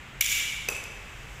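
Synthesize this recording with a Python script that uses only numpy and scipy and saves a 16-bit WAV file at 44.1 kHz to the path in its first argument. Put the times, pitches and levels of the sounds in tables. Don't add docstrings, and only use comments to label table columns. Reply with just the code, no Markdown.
import sys
import numpy as np
from scipy import signal
from scipy.fft import rfft, irfft, next_fast_len
from scipy.io import wavfile
from scipy.ndimage import uniform_filter1d

SR = 44100
rng = np.random.default_rng(int(sys.argv[2]) if len(sys.argv) > 2 else 0)


def wrap_up_sound(samples):
    columns = np.atleast_2d(samples).T
    tamed = np.clip(columns, -1, 1)
    steps = np.round(tamed * 32767).astype(np.int16)
    wavfile.write(sys.argv[1], SR, steps)


def invert_db(level):
    return 10 ** (np.asarray(level, dtype=float) / 20)


N = 61739


def rms_one(x):
    return x / np.sqrt(np.mean(x ** 2) + 1e-20)


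def at_hz(points, hz):
    table_hz, value = np.transpose(points)[:2]
    return np.interp(np.log(hz), np.log(table_hz), value)


def coloured(x, points):
    size = next_fast_len(N + 2048)
    gain = invert_db(at_hz(points, np.fft.rfftfreq(size, 1 / SR) + 1))
    return irfft(rfft(x, size) * gain, size)[..., :N]


def filtered(x, order, hz, kind):
    return signal.sosfilt(signal.butter(order, hz, kind, fs=SR, output="sos"), x)


def ring(clicks, hz, t60_s):
    r = invert_db(-60 / (t60_s * SR))
    w = 2 * np.pi * hz / SR
    return signal.lfilter([0, np.sin(w)], [1, -2 * r * np.cos(w), r * r], clicks + 1e-18)


def swell(start_s, hz, t60_s):
    t = np.arange(N) / SR
    push = np.sin(np.pi * np.clip((t - start_s) / 0.002, 0, 1))
    return ring(push * np.sin(2 * np.pi * hz * t) / 28, hz, t60_s)


def struck(hits, modes, spread_db, crack_db):
    crack_s = 0.0015
    start_s, peak_db, tilt_db_per_octave = np.transpose(hits)
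    at = (start_s * SR).astype(int)
    luck = rng.standard_normal((len(hits), len(modes)))
    ringing = np.zeros(N)
    for k, (hz, level_db, t60_s) in enumerate(modes):
        strength_db = peak_db - 6 + level_db + tilt_db_per_octave * np.log2(hz / 4000)
        clicks = np.zeros(N)
        clicks[at] = invert_db(strength_db + spread_db * luck[:, k]) * (-1) ** k
        ringing += ring(clicks, hz, t60_s)
    burst = np.zeros(N)
    burst[at] = invert_db(peak_db + crack_db)
    envelope = signal.lfilter([1], [1, -np.exp(-1 / (crack_s * SR))], burst + 1e-18)
    return ringing + filtered(envelope * rng.standard_normal(N), 2, 2000, "high")


# pitch_hz [Hz], density_db [dB per Hz]
AIR = [(28, -37), (44, -2), (130, -9.5), (300, -18.5), (600, -22), (2200, -12.5), (3300, -16.5),
       (4600, -28.5)]
# pitch_hz [Hz], width_hz [Hz], level_db [dB]
HUM = [(47.2, 3.6, -50), (124.7, 11, -56.5), (213.2, 4.3, -66.5), (813, 13, -71)]
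# start_s [s], gain_db [dB]
BLOWER_RUN_UP = [(0, -0.5), (.7, 1.5), (1.4, 5)]


def workshop():
    air_db, hiss_db, hiss_top_db, roar_db = -45, -60, -61.5, -61.5
    air = invert_db(air_db) * rms_one(coloured(rng.standard_normal(N), list(AIR) + [(9000, -60)]))
    drive = rng.standard_normal(N + SR)
    hum = sum(invert_db(db) * rms_one(ring(drive, hz, 2.2 / width_hz)[SR:]) for hz, width_hz, db in HUM)
    white = rng.standard_normal((3, N))
    hiss = invert_db(hiss_db) * rms_one(filtered(white[0], 4, [4500, 8740], "band"))
    hiss_top = invert_db(hiss_top_db) * white[1]
    roar = invert_db(roar_db) * rms_one(filtered(white[2], 2, [250, 1100], "band"))
    blower = invert_db(np.interp(np.arange(N) / SR, *np.transpose(BLOWER_RUN_UP)))
    return air + hum + blower * (hiss + hiss_top + roar)


# pitch_hz [Hz], t60_s [s]
HALL_T60 = [(310, 1.84), (1050, 1.65), (2550, 1.69), (6050, 0.96), (10100, 0.91), (15100, 0.34)]


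def hall(x):
    gap_s, build_s = 0.0023, 0.0082
    t = np.arange(N) / SR
    edges_hz = 200 * 2 ** np.arange(0, 6.6, 0.5)
    white = rng.standard_normal((2, N))
    tail = np.zeros(N)
    for k, (low_hz, high_hz) in enumerate(zip(edges_hz, edges_hz[1:])):
        band = filtered(white[k % 2], 2, [low_hz, high_hz], "band")
        tail += band * invert_db(-60 * t / at_hz(HALL_T60, np.sqrt(low_hz * high_hz)))
    tail *= 1 - np.exp(-np.maximum(t - gap_s, 0) / build_s)
    return signal.fftconvolve(x, tail / np.sqrt(np.sum(tail ** 2)))[:N]


def table():
    level_db, t60_s = -34.5, 0.24
    age_s = np.arange(N) / SR - DISC_HITS[0][0]
    noise = rms_one(filtered(rng.standard_normal(N), 3, [330, 1658], "band"))
    return invert_db(level_db) * noise * (age_s > 0) * invert_db(-60 * np.maximum(age_s, 0) / t60_s)


# start_s [s], peak_db [dB], tilt_db_per_octave [dB per octave]
DISC_HITS = [
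    (0.6867, -14, -0.75),
    (.6883, -16.5, 2.9),
    (0.6997, -25, 7.5),
    (0.7195, -28, -4),
]
# pitch_hz [Hz], level_db [dB], t60_s [s]
DISC = [(420, -10, .035), (802, -14, .02), (1390, -16, .015), (1950, -14, .02), (2598, 0, .08),
        (4800, -3, .009), (6040, -2, .03), (7780, -8, .009), (10200, -17, .009), (12410, -12, .008),
        (13540, -14, .014), (15200, -16, .025)]
# start_s [s], peak_db [dB]
TICK = [
    (.8395, -27),
]
# pitch_hz [Hz], level_db [dB], t60_s [s]
TICK_MODES = [(5000, 0, .016), (7600, -6, .009), (12800, -9, .008), (10500, -12, .007), (14200, -12, .007)]
# start_s [s], peak_db [dB]
ROCKS = [
    (0.7114, -32),
    (0.747, -29),
    (.7630, -23.5),
    (0.78, -28.5),
    (0.819, -32.5),
    (.853, -28.5),
]
# pitch_hz [Hz], level_db [dB]
GRIT = [(1500, -22), (2600, -8), (4000, -12), (7500, 1), (10500, -6), (15300, -12)]


def disc():
    crack_db, damped_after_s, damped_db = -8, 0.0061, -19
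    grind_db, grind_t60_s, grind_modes_db, rock_t60_s = -36.5, 0.48, -6, 0.03
    hits = np.array(DISC_HITS)
    age_s = np.arange(N) / SR - hits[0, 0] - damped_after_s
    glove = invert_db(damped_db * np.clip(age_s / 0.0015, 0, 1))
    landing = struck(hits[:2], DISC, 0, crack_db) * glove
    touches = struck(hits[2:], DISC, 2.5, crack_db)
    tick = struck([(start_s, db, 0) for start_s, db in TICK], TICK_MODES, 0, -3)
    main_hz = DISC[4][0]
    rocks = sum(invert_db(db) * swell(start_s, main_hz, rock_t60_s) for start_s, db in ROCKS)
    roughness_db = 3 * rng.standard_normal(N // 100 + 1).repeat(100)[:N]
    grit = rng.standard_normal(N) * invert_db(roughness_db)
    through_modes = rms_one(sum(invert_db(db) * ring(grit, hz, min(t60_s, 0.04)) for hz, db, t60_s in DISC[4:]))
    grind = rms_one(coloured(grit, GRIT)) + invert_db(grind_modes_db) * through_modes
    pressed = age_s > 0
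    grind *= pressed * invert_db(grind_db - 60 * age_s / grind_t60_s * pressed)
    return landing + touches + tick + rocks + grind


# start_s [s], level_db [dB]
RATTLE = [
    (0.2134, -29),
    (.232, -37.5),
    (.28, -41),
    (.31, -38),
    (.35, -38),
    (0.399, -44.5),
    (.47, -52.5),
    (0.582, -60),
]
# start_s [s], level_db [dB], length_s [s]
SOFT_KNOCKS = [
    (0.219, -31.5, 0.0088),
    (0.241, -31.5, 0.0077),
    (0.258, -29.5, 0.0079),
]
# start_s [s], peak_db [dB], pitch_hz [Hz], t60_s [s]
CHINKS = [
    (0.2565, -16, 7000, 0.019),
    (.322, -30, 3520, 0.072),
    (0.34, -27, 2950, 0.042),
    (0.357, -22, 2300, 0.1),
    (0.368, -27.5, 2710, .07),
]
# pitch_hz [Hz], level_db [dB]
HEAP = [(1800, -23.5), (2250, -4), (3400, 0), (4200, -9), (6900, -0.5), (9000, -5), (12500, -8), (15500, 2)]


def shards():
    clicks_per_s, spread_db, ring_cycles, offcut_modes_db = 11000, 2.5, 48, -3.5
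    t = np.arange(N) / SR
    level = invert_db(np.interp(t, *np.transpose(RATTLE), left=-120, right=-120))
    for start_s, db, length_s in SOFT_KNOCKS:
        level += invert_db(db) * np.sin(np.pi * np.clip((t - start_s) / length_s, 0, 1)) ** 2
    happens = rng.random(N) < clicks_per_s / SR
    strength = invert_db(spread_db * np.minimum(rng.exponential(1, N), 4))
    clicks = rms_one(happens * strength * rng.choice([-1, 1], N)) * level
    pitches_hz = np.geomspace(1800, 15600, 50) * (1 + 0.012 * rng.standard_normal(50))
    pieces = [(hz, at_hz(HEAP, hz) + 3 * np.log2(hz / 3000), ring_cycles / hz) for hz in pitches_hz]
    pieces += [(hz, offcut_modes_db + db, 2 * t60_s) for hz, db, t60_s in OFFCUT[:5]]
    dealt = rng.integers(0, len(pieces), N)
    out = np.zeros(N)
    for k, (hz, db, t60_s) in enumerate(pieces):
        out += invert_db(db) * ring(clicks * (dealt == k), hz, t60_s)
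    for start_s, db, hz, t60_s in CHINKS:
        out += invert_db(db) * swell(start_s, hz, t60_s)
    return out


# start_s [s], peak_db [dB], tilt_db_per_octave [dB per octave]
OFFCUT_HITS = [
    (.2085, -14.5, 2.5),
    (.2098, -8.5, 2.5),
    (.2112, -10.5, -2),
    (0.2127, -13.5, -1.5),
]
# pitch_hz [Hz], level_db [dB], t60_s [s]
OFFCUT = [(2023, -10, 0.016), (2303, -4.5, 0.041), (2766, -8, 0.039), (2934, -6, 0.039),
          (3433, -12.5, 0.03), (5550, -0.5, 0.0099), (5754, -3, 0.022), (6670, -5, 0.011),
          (7380, -11, .025), (9720, -5, 0.0088), (10780, -12, .012), (13330, -2.5, 0.024),
          (13145, 1, 0.0099), (14300, -4, 0.0092)]


def offcut():
    blow = struck(OFFCUT_HITS, OFFCUT, spread_db=2.0, crack_db=-7.5)
    return filtered(blow + shards(), 3, 1500, "high")


def scene():
    offcut_hall_db, disc_hall_db = -3, -9
    background = workshop()
    laid = disc() + table()
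    tossed = offcut()
    wet = hall(invert_db(offcut_hall_db) * tossed + invert_db(disc_hall_db) * laid)
    return (background + laid + tossed + wet)[None]


def low_pass(x):
    return signal.sosfilt(signal.butter(12, 16800, fs=SR, output="sos"), x)


# pitch_hz [Hz], gain_db [dB]
MIC = [(1250, 0.57), (2650, -1.4), (4400, -5), (7200, -0.3), (8120, -1.4), (8550, -9.5), (10100, -2.6),
       (15100, -4.4)]


def record(dry):
    duck_from_db, duck_share, release_db_per_s, attack_s = -25, 0.69, 69, 0.0073
    x = coloured(dry, MIC)
    power = uniform_filter1d(x[0] ** 2, size=220, origin=109)
    over_db = np.maximum(10 * np.log10(power + 1e-12) - duck_from_db, 0)
    released_db = release_db_per_s * np.arange(N) / SR
    held_db = np.maximum.accumulate(duck_share * over_db + released_db) - released_db
    r = np.exp(-1 / (attack_s * SR))
    x = x * invert_db(-signal.lfilter([1 - r], [1, -r], held_db))
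    x = signal.sosfilt(signal.cheby2(14, 50, 15880, fs=SR, output="sos"), x)
    return low_pass(x)


dry = scene()
out = record(dry)
wrap_up_sound(out)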